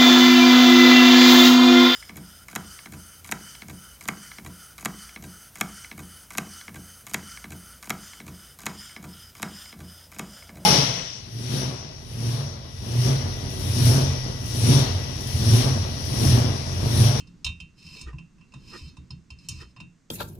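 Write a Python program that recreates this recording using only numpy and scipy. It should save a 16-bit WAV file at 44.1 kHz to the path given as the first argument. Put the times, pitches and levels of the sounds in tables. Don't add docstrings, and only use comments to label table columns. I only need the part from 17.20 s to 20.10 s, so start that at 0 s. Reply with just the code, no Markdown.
import sys
import numpy as np
from scipy import signal
from scipy.fft import rfft, irfft
from scipy.io import wavfile

SR = 44100
rng = np.random.default_rng(int(sys.argv[2]) if len(sys.argv) > 2 else 0)


def master_out(mix):
    frames = np.transpose(np.atleast_2d(mix))
    ceiling = np.clip(frames, -1, 1)
    pcm = np.round(ceiling * 32767).astype(np.int16)
    wavfile.write(sys.argv[1], SR, pcm)


N = 127890
T = np.arange(N) / SR
HZ = np.maximum(np.arange(N // 2 + 1) * SR / N, 1)


def from_db(db):
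    return 10 ** (np.asarray(db) / 20)


def rms_one(x):
    return x / np.sqrt(np.mean(x ** 2) + 1e-30)


def at_hz(points, hz):
    table_hz, values = np.transpose(points)
    return np.interp(np.log(hz), np.log(table_hz), values)


def level_over_time(points):
    return from_db(np.interp(T, *np.transpose(points)))


def panned(db):
    return from_db(np.array([[.5], [-.5]]) * db)


# frequency in Hz, likeness from 0 (unrelated) to 1 (same).
SIDE_LIKENESS = [(60, 0.95), (150, 0.89), (350, 0.61), (1000, 0.68), (3000, 0.55), (8000, 0.88),
                 (13000, 0.48)]
# frequency in Hz, left minus right in dB.
SIDE_BALANCE = [(60, -.5), (170, -3.5), (350, -6), (1300, -2.5), (2800, 1), (5200, -1.5), (9000, 0),
                (13000, 6)]


def coloured(spectrum, low=10, high=SR, drive=1, tilt_db=0):
    mid, side = rfft(rng.standard_normal((2, N)) * drive)
    alike = np.clip(at_hz(SIDE_LIKENESS, HZ), 0, 1)
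    both = np.sqrt(1 + alike) * mid + np.sqrt(1 - alike) * side * [[1], [-1]]
    in_band = (HZ >= low) * (HZ < high)
    colour = from_db(at_hz(spectrum, HZ) + tilt_db) * in_band
    return rms_one(irfft(both * panned(at_hz(SIDE_BALANCE, HZ)) * colour, N))


def roughness(depth_db, rate):
    wander = np.interp(T * rate, np.arange(N), rng.standard_normal(N))
    return rms_one(from_db(depth_db * wander))


def tone(hz):
    return np.sqrt(2) * np.sin(2 * np.pi * (hz * T + rng.random()))


def swell_and_decay(t, db, t60, rise_s):
    return from_db(db - 60 * t / t60) * (1 - np.exp(-t / rise_s))


def ringing(times, levels_db, t60, rise_s):
    energy = np.zeros(N)
    for s, db in zip(times, levels_db):
        start = max(int(s * SR), 0)
        t = T[:min(N - start, SR // 2)]
        energy[start:start + len(t)] += swell_and_decay(t, db, t60, rise_s) ** 2
    return np.sqrt(energy)


# frequency in Hz, relative level in dB per Hz.
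ROOM_COLOUR = [(25, 3), (60, -7), (110, -7.5), (175, 0), (290, -6.5), (450, -18), (700, -23), (1200, -20.5),
               (2000, -22.5), (3400, -28.5), (4600, -28.5), (6500, -24), (9000, -32.5), (10300, -47),
               (15000, -49)]


def quiet_room():
    room_db = -62.5
    return from_db(room_db) * coloured(ROOM_COLOUR)


# time in seconds, level in dB.
THREAD_LEVEL = [(0, -52.5), (0.55, -59.5), (0.77, -51.5), (1.1, -62), (1.3, -57.5), (1.5, -49),
                (1.75, -53.5), (2.05, -61), (2.4, -54), (2.72, -72)]
# frequency in Hz, relative level in dB per Hz.
THREAD_SPECTRUM = [(40, 8), (170, 10), (300, 1), (450, -11), (700, -27), (1050, -16.5), (1800, -24.5),
                   (5000, -22), (12000, -44.5)]


def thread_grind():
    return level_over_time(THREAD_LEVEL) * coloured(THREAD_SPECTRUM)


THUD_RISE_S, DEEP_T60_S, HOLLOW_T60_S = .01, 0.31, 0.27


def boom(s, db, hz, t60):
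    t = np.maximum(T - s, 0)
    return np.sqrt(2) * np.sin(2 * np.pi * hz * t) * swell_and_decay(t, db, t60, THUD_RISE_S)


# start in seconds, deep level in dB, deep pitch in Hz, hollow level in dB, hollow pitch in Hz.
BENCH_THUDS = [(0.001, -49, 82.2, -51.5, 173.5), (0.078, -65, 45.6, -45.5, 177),
               (0.135, -56, 45, -48.5, 169), (0.249, -34, 70.6, -39.5, 131.6),
               (0.279, -33.5, 78.9, -38, 112.4), (0.404, -45, 72.6, -44, 169),
               (0.643, -47.5, 80.5, -47, 169.4), (0.713, -72, 68.4, -47, 164.5),
               (0.806, -35.5, 67.3, -45.5, 158), (0.861, -34, 58.6, -52, 141),
               (0.932, -40, 67, -34.5, 134.4), (0.983, -63, 102, -41.5, 164),
               (1.139, -59, 52, -48.5, 183.4), (1.201, -63, 50.6, -49.5, 180), (1.344, -47, 67, -38, 133.7),
               (1.455, -71, 71, -59, 131.5), (1.536, -71, 45, -59, 215), (1.61, -38, 81.7, -42, 110),
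               (1.649, -40, 75.5, -43, 145.5), (1.774, -42.5, 68, -40, 127.7),
               (1.903, -37.5, 73.6, -36, 134), (2.108, -42, 68, -50.5, 123), (2.179, -47, 72, -54, 178.6),
               (2.228, -67, 82, -47, 169), (2.292, -35.5, 83.1, -36, 117), (2.343, -35.5, 79, -41, 123),
               (2.42, -44, 61.7, -55, 187), (2.567, -57, 92, -44, 121.3), (2.606, -50, 81, -35, 171.7)]
# lower edge in Hz, level in dB added to the thud's, t60 in seconds.
RUMBLE_RANGES = [(19.8, -3.5, .28), (110, -5, 0.37)]
# frequency in Hz, relative level in dB per Hz.
RUMBLE_COLOUR = [(22, -10.5), (45, -4.5), (70, -1), (100, -6), (165, 8.5), (210, -9), (310, -14.5),
                 (420, -31.5), (600, -39)]
# frequency in Hz, level in dB added to the hollow one, t60 in seconds.
UPPER_BENCH_MODES = [(177, -11.5, 0.27), (232.6, -14.5, 0.14), (319.7, -18.5, 0.19)]


def bench_thuds():
    times, deep, _, hollow, _ = np.transpose(BENCH_THUDS)
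    out = 0
    for s, deep_db, deep_hz, hollow_db, hollow_hz in BENCH_THUDS:
        out = out + boom(s, deep_db, deep_hz, DEEP_T60_S)
        out = out + boom(s, hollow_db, hollow_hz, HOLLOW_T60_S)
    tops = [row[0] for row in RUMBLE_RANGES[1:]] + [RUMBLE_COLOUR[-1][0]]
    for (low, db, t60), high, level in zip(RUMBLE_RANGES, tops, (deep, hollow)):
        out = out + coloured(RUMBLE_COLOUR, low, high) * ringing(times, level + db, t60, THUD_RISE_S)
    for hz, db, t60 in UPPER_BENCH_MODES:
        mode = tone(hz) * ringing(times, hollow + db, t60, THUD_RISE_S)
        out = out + panned(at_hz(SIDE_BALANCE, hz)) * mode
    return out


# start in seconds, level in dB.
HAND_PATS = [(0.756, -47), (1.372, -61)]
# frequency in Hz, relative level in dB per Hz.
PAT_COLOUR = [(200, -31), (420, 10), (600, -7), (1000, -21), (2500, -31), (9000, -55)]


def hand_pats():
    times, levels = np.transpose(HAND_PATS)
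    return coloured(PAT_COLOUR) * ringing(times, levels, t60=0.1, rise_s=0.0069)


SLIPS_PER_S = 500

# moment of the peak in seconds, level in dB, rise time in seconds, fall time in seconds.
FINGER_BRUSHES = [(0.887, -44.5, 0.0095, .014), (1.536, -42.5, 0.0072, 0.01), (1.562, -46, 0.0067, 0.011),
                  (2.42, -47.5, 0.01, 0.016)]
# frequency in Hz, relative level in dB per Hz.
BRUSH_COLOUR = [(200, -26), (330, 10), (480, -1), (680, -19), (1000, 1), (1110, -12.5), (1200, 8),
                (1400, -2), (1720, -6.5), (1860, 8), (2050, -13.5), (2600, -4), (3600, -17), (7000, -22),
                (14000, -45)]


def finger_brushes():
    swell = 0
    for peak_s, db, rise, fall in FINGER_BRUSHES:
        from_peak = (T - peak_s).clip(-1, 1)
        swell = swell + from_db(db) / np.cosh(from_peak / np.where(T < peak_s, rise, fall))
    return swell * coloured(BRUSH_COLOUR, drive=roughness(2.5, SLIPS_PER_S))


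# time in seconds, level in dB.
BAR_SLIDES = [
    [(0.55, -79), (0.585, -53.5), (0.645, -50.5), (0.675, -46.5), (0.79, -43.5), (0.835, -49), (0.88, -72),
     (0.95, -78)],
    [(1.35, -65.5), (1.45, -58), (1.475, -49), (1.55, -44.5), (1.615, -46), (1.635, -50.5), (1.69, -51.5),
     (1.76, -79)],
    [(2.15, -85), (2.2, -56.5), (2.258, -53.5), (2.28, -61.5), (2.32, -43), (2.385, -52), (2.42, -46),
     (2.465, -64.5), (2.505, -61.5), (2.54, -80)],
]
# frequency in Hz, change in dB.
RUBBING_TILT = [(600, -8), (2000, 10), (2600, 1.5), (4200, -2.5), (5500, 1), (9000, -1), (12500, 0.5),
                (15000, 9)]
# frequency in Hz, relative level in dB per Hz.
CLATTER_COLOUR = [(550, -22), (750, -21.5), (1030, -9.5), (1500, -23.5), (2150, -25), (2400, -9), (2700, 8),
                  (2950, -11.5), (3400, -16.5), (4100, 0), (4550, -14.5), (4900, 4), (5150, 6), (5450, 0.5),
                  (5750, -12), (6600, -15.5), (7400, -14), (8100, -16.5), (8650, -13.5), (9400, -24.5),
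                  (10200, -28), (12000, -29), (13500, -33), (15000, -63)]
# frequency in Hz, relative level when
# struck in dB, t60 in seconds, relative level when rubbed in dB, left minus right in dB.
STEEL_MODES = [(1018, 1, .12, -18.5, -2.5), (1085, -8, 0.083, -29, 3), (1190, -12.5, 0.059, -29, 6),
               (2318, -18, 0.23, -15, 1), (2576, -6.5, 0.26, -7.5, -6.5), (2627, -5, 0.088, -24, -19.5),
               (2739, -1.5, 0.27, -15, -3), (3084, 2, 0.17, -9, -5), (3691, 1, 0.19, -13.5, -7.5),
               (4030, -9.5, 0.089, -17, -18), (4266, -6.5, 0.14, -7.5, 0.5), (5100, -8, 0.069, -7.5, -3),
               (5100, -1.5, 0.054, -16.5, -2), (5870, -10, .07, -24, 1), (5970, -19, 0.26, -18.5, -10),
               (6550, -7.5, 0.14, -15.5, -1), (6760, -10.5, 0.16, -24, 11), (7680, -23, 0.19, -17.5, 3),
               (8640, -8.5, 0.1, -17.5, 2.5), (9270, -14, 0.11, -29, 0), (10130, -22, 0.11, -54, 10),
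               (10830, -30, 0.19, -43, 1)]


def bar_slides():
    ring_db, hiss_db = -7, -5
    level = 0
    for rows in BAR_SLIDES:
        sliding = (T >= rows[0][0]) & (T <= rows[-1][0])
        level = level + sliding * level_over_time(rows)
    slips = roughness(2.5, SLIPS_PER_S) * roughness(1, 60)
    hiss = coloured(CLATTER_COLOUR, drive=slips, tilt_db=at_hz(RUBBING_TILT, HZ))
    out = from_db(hiss_db) * level * hiss
    friction = level * slips * rng.standard_normal(N)
    for hz, _, t60, db, pan_db in STEEL_MODES:
        r = from_db(-60 / (t60 * SR))
        w = 2 * np.pi * hz / SR
        feed = np.sqrt((1 - r * r) / 2) * np.array([1, 0, -1])
        ring = signal.lfilter(feed, [1, -2 * r * np.cos(w), r * r], friction)
        out = out + from_db(ring_db + db) * panned(pan_db) * ring
    return out


def range_of(ranges, hz):
    return max(sum(hz >= row[0] for row in ranges) - 1, 0)


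# start in seconds, then the
# levels in dB of knock, low ring, ping, bell, clank and treble.
BAR_CLICKS = [(0.001, -67, -54, -57.5, -71, -55, -61), (0.0716, -75, -66, -75, -70, -61, -71.5),
              (0.2448, -53.5, -37, -40, -37, -34.5, -40), (0.2635, -48.5, -34, -40.5, -35, -42.5, -48),
              (0.288, -58.5, -45, -62, -56, -65, -62), (0.4015, -65.5, -44.5, -48.5, -59, -52.5, -58),
              (0.6656, -88, -53.5, -74, -72, -50.5, -66), (0.8118, -64, -51.5, -59, -72, -46, -49),
              (0.93, -57.5, -61.5, -82, -78, -77, -77), (0.984, -62, -51, -62, -72, -64, -68),
              (1.182, -70.5, -71.5, -85, -91, -82, -87), (1.21, -67, -59.5, -74, -93, -72, -83),
              (1.321, -71, -61.5, -83, -81, -66, -75), (1.338, -54.5, -55, -66, -60, -61.5, -62.5),
              (1.768, -62.5, -62, -74, -62, -64, -66), (1.905, -61.5, -57, -60.5, -61, -46, -62.5),
              (2.103, -62.5, -51, -57, -65, -50, -60.5), (2.187, -89, -65, -81, -79, -58.5, -71),
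              (2.2862, -60, -44.5, -45, -51, -40, -36), (2.563, -56, -53.5, -68, -65, -59, -74),
              (2.6015, -55.5, -47.5, -62.5, -57.5, -55.5, -62)]
# lower edge in Hz, level in dB that the dense clatter adds, t60 of the clatter in seconds.
CLICK_RANGES = [(560, 0.5, 0.16), (2080, -2, 0.17), (2880, -2.5, 0.056), (3470, -5, 0.11),
                (4050, 1.5, 0.033), (5418, 6, 0.042)]


def bar_clicks():
    rise_s, sizzle_from_hz = .001, 9200
    times, *levels = np.transpose(BAR_CLICKS)
    treble = levels[-1]
    sizzle = treble - 2.5 + 0.38 * (treble - treble.max())
    out = coloured(CLATTER_COLOUR, sizzle_from_hz) * ringing(times, sizzle, 0.048, rise_s)
    tops = [row[0] for row in CLICK_RANGES[1:]] + [sizzle_from_hz]
    for (low, db, t60), high, level in zip(CLICK_RANGES, tops, levels):
        # added level in dB, t60 in seconds
        stages = [(3, 0.06), (0, t60), (-18, 0.29)]
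        energy = 0
        for stage_db, stage_t60 in stages:
            energy = energy + ringing(times, level + db + stage_db, stage_t60, rise_s) ** 2
        out = out + coloured(CLATTER_COLOUR, low, high) * np.sqrt(energy)
    for hz, db, t60, _, pan_db in STEEL_MODES:
        level = levels[range_of(CLICK_RANGES, hz)]
        out = out + panned(pan_db) * tone(hz) * ringing(times, level + db, t60, rise_s)
    return out


def scene():
    background = quiet_room() + thread_grind() + bench_thuds()
    hand = hand_pats() + finger_brushes()
    return background + hand + bar_slides() + bar_clicks()


def record(dry):
    low_pass = signal.ellip(10, .2, 80, 15000, fs=SR, output="sos")
    return signal.sosfilt(low_pass, dry)


dry = scene()
out = record(dry)
master_out(out)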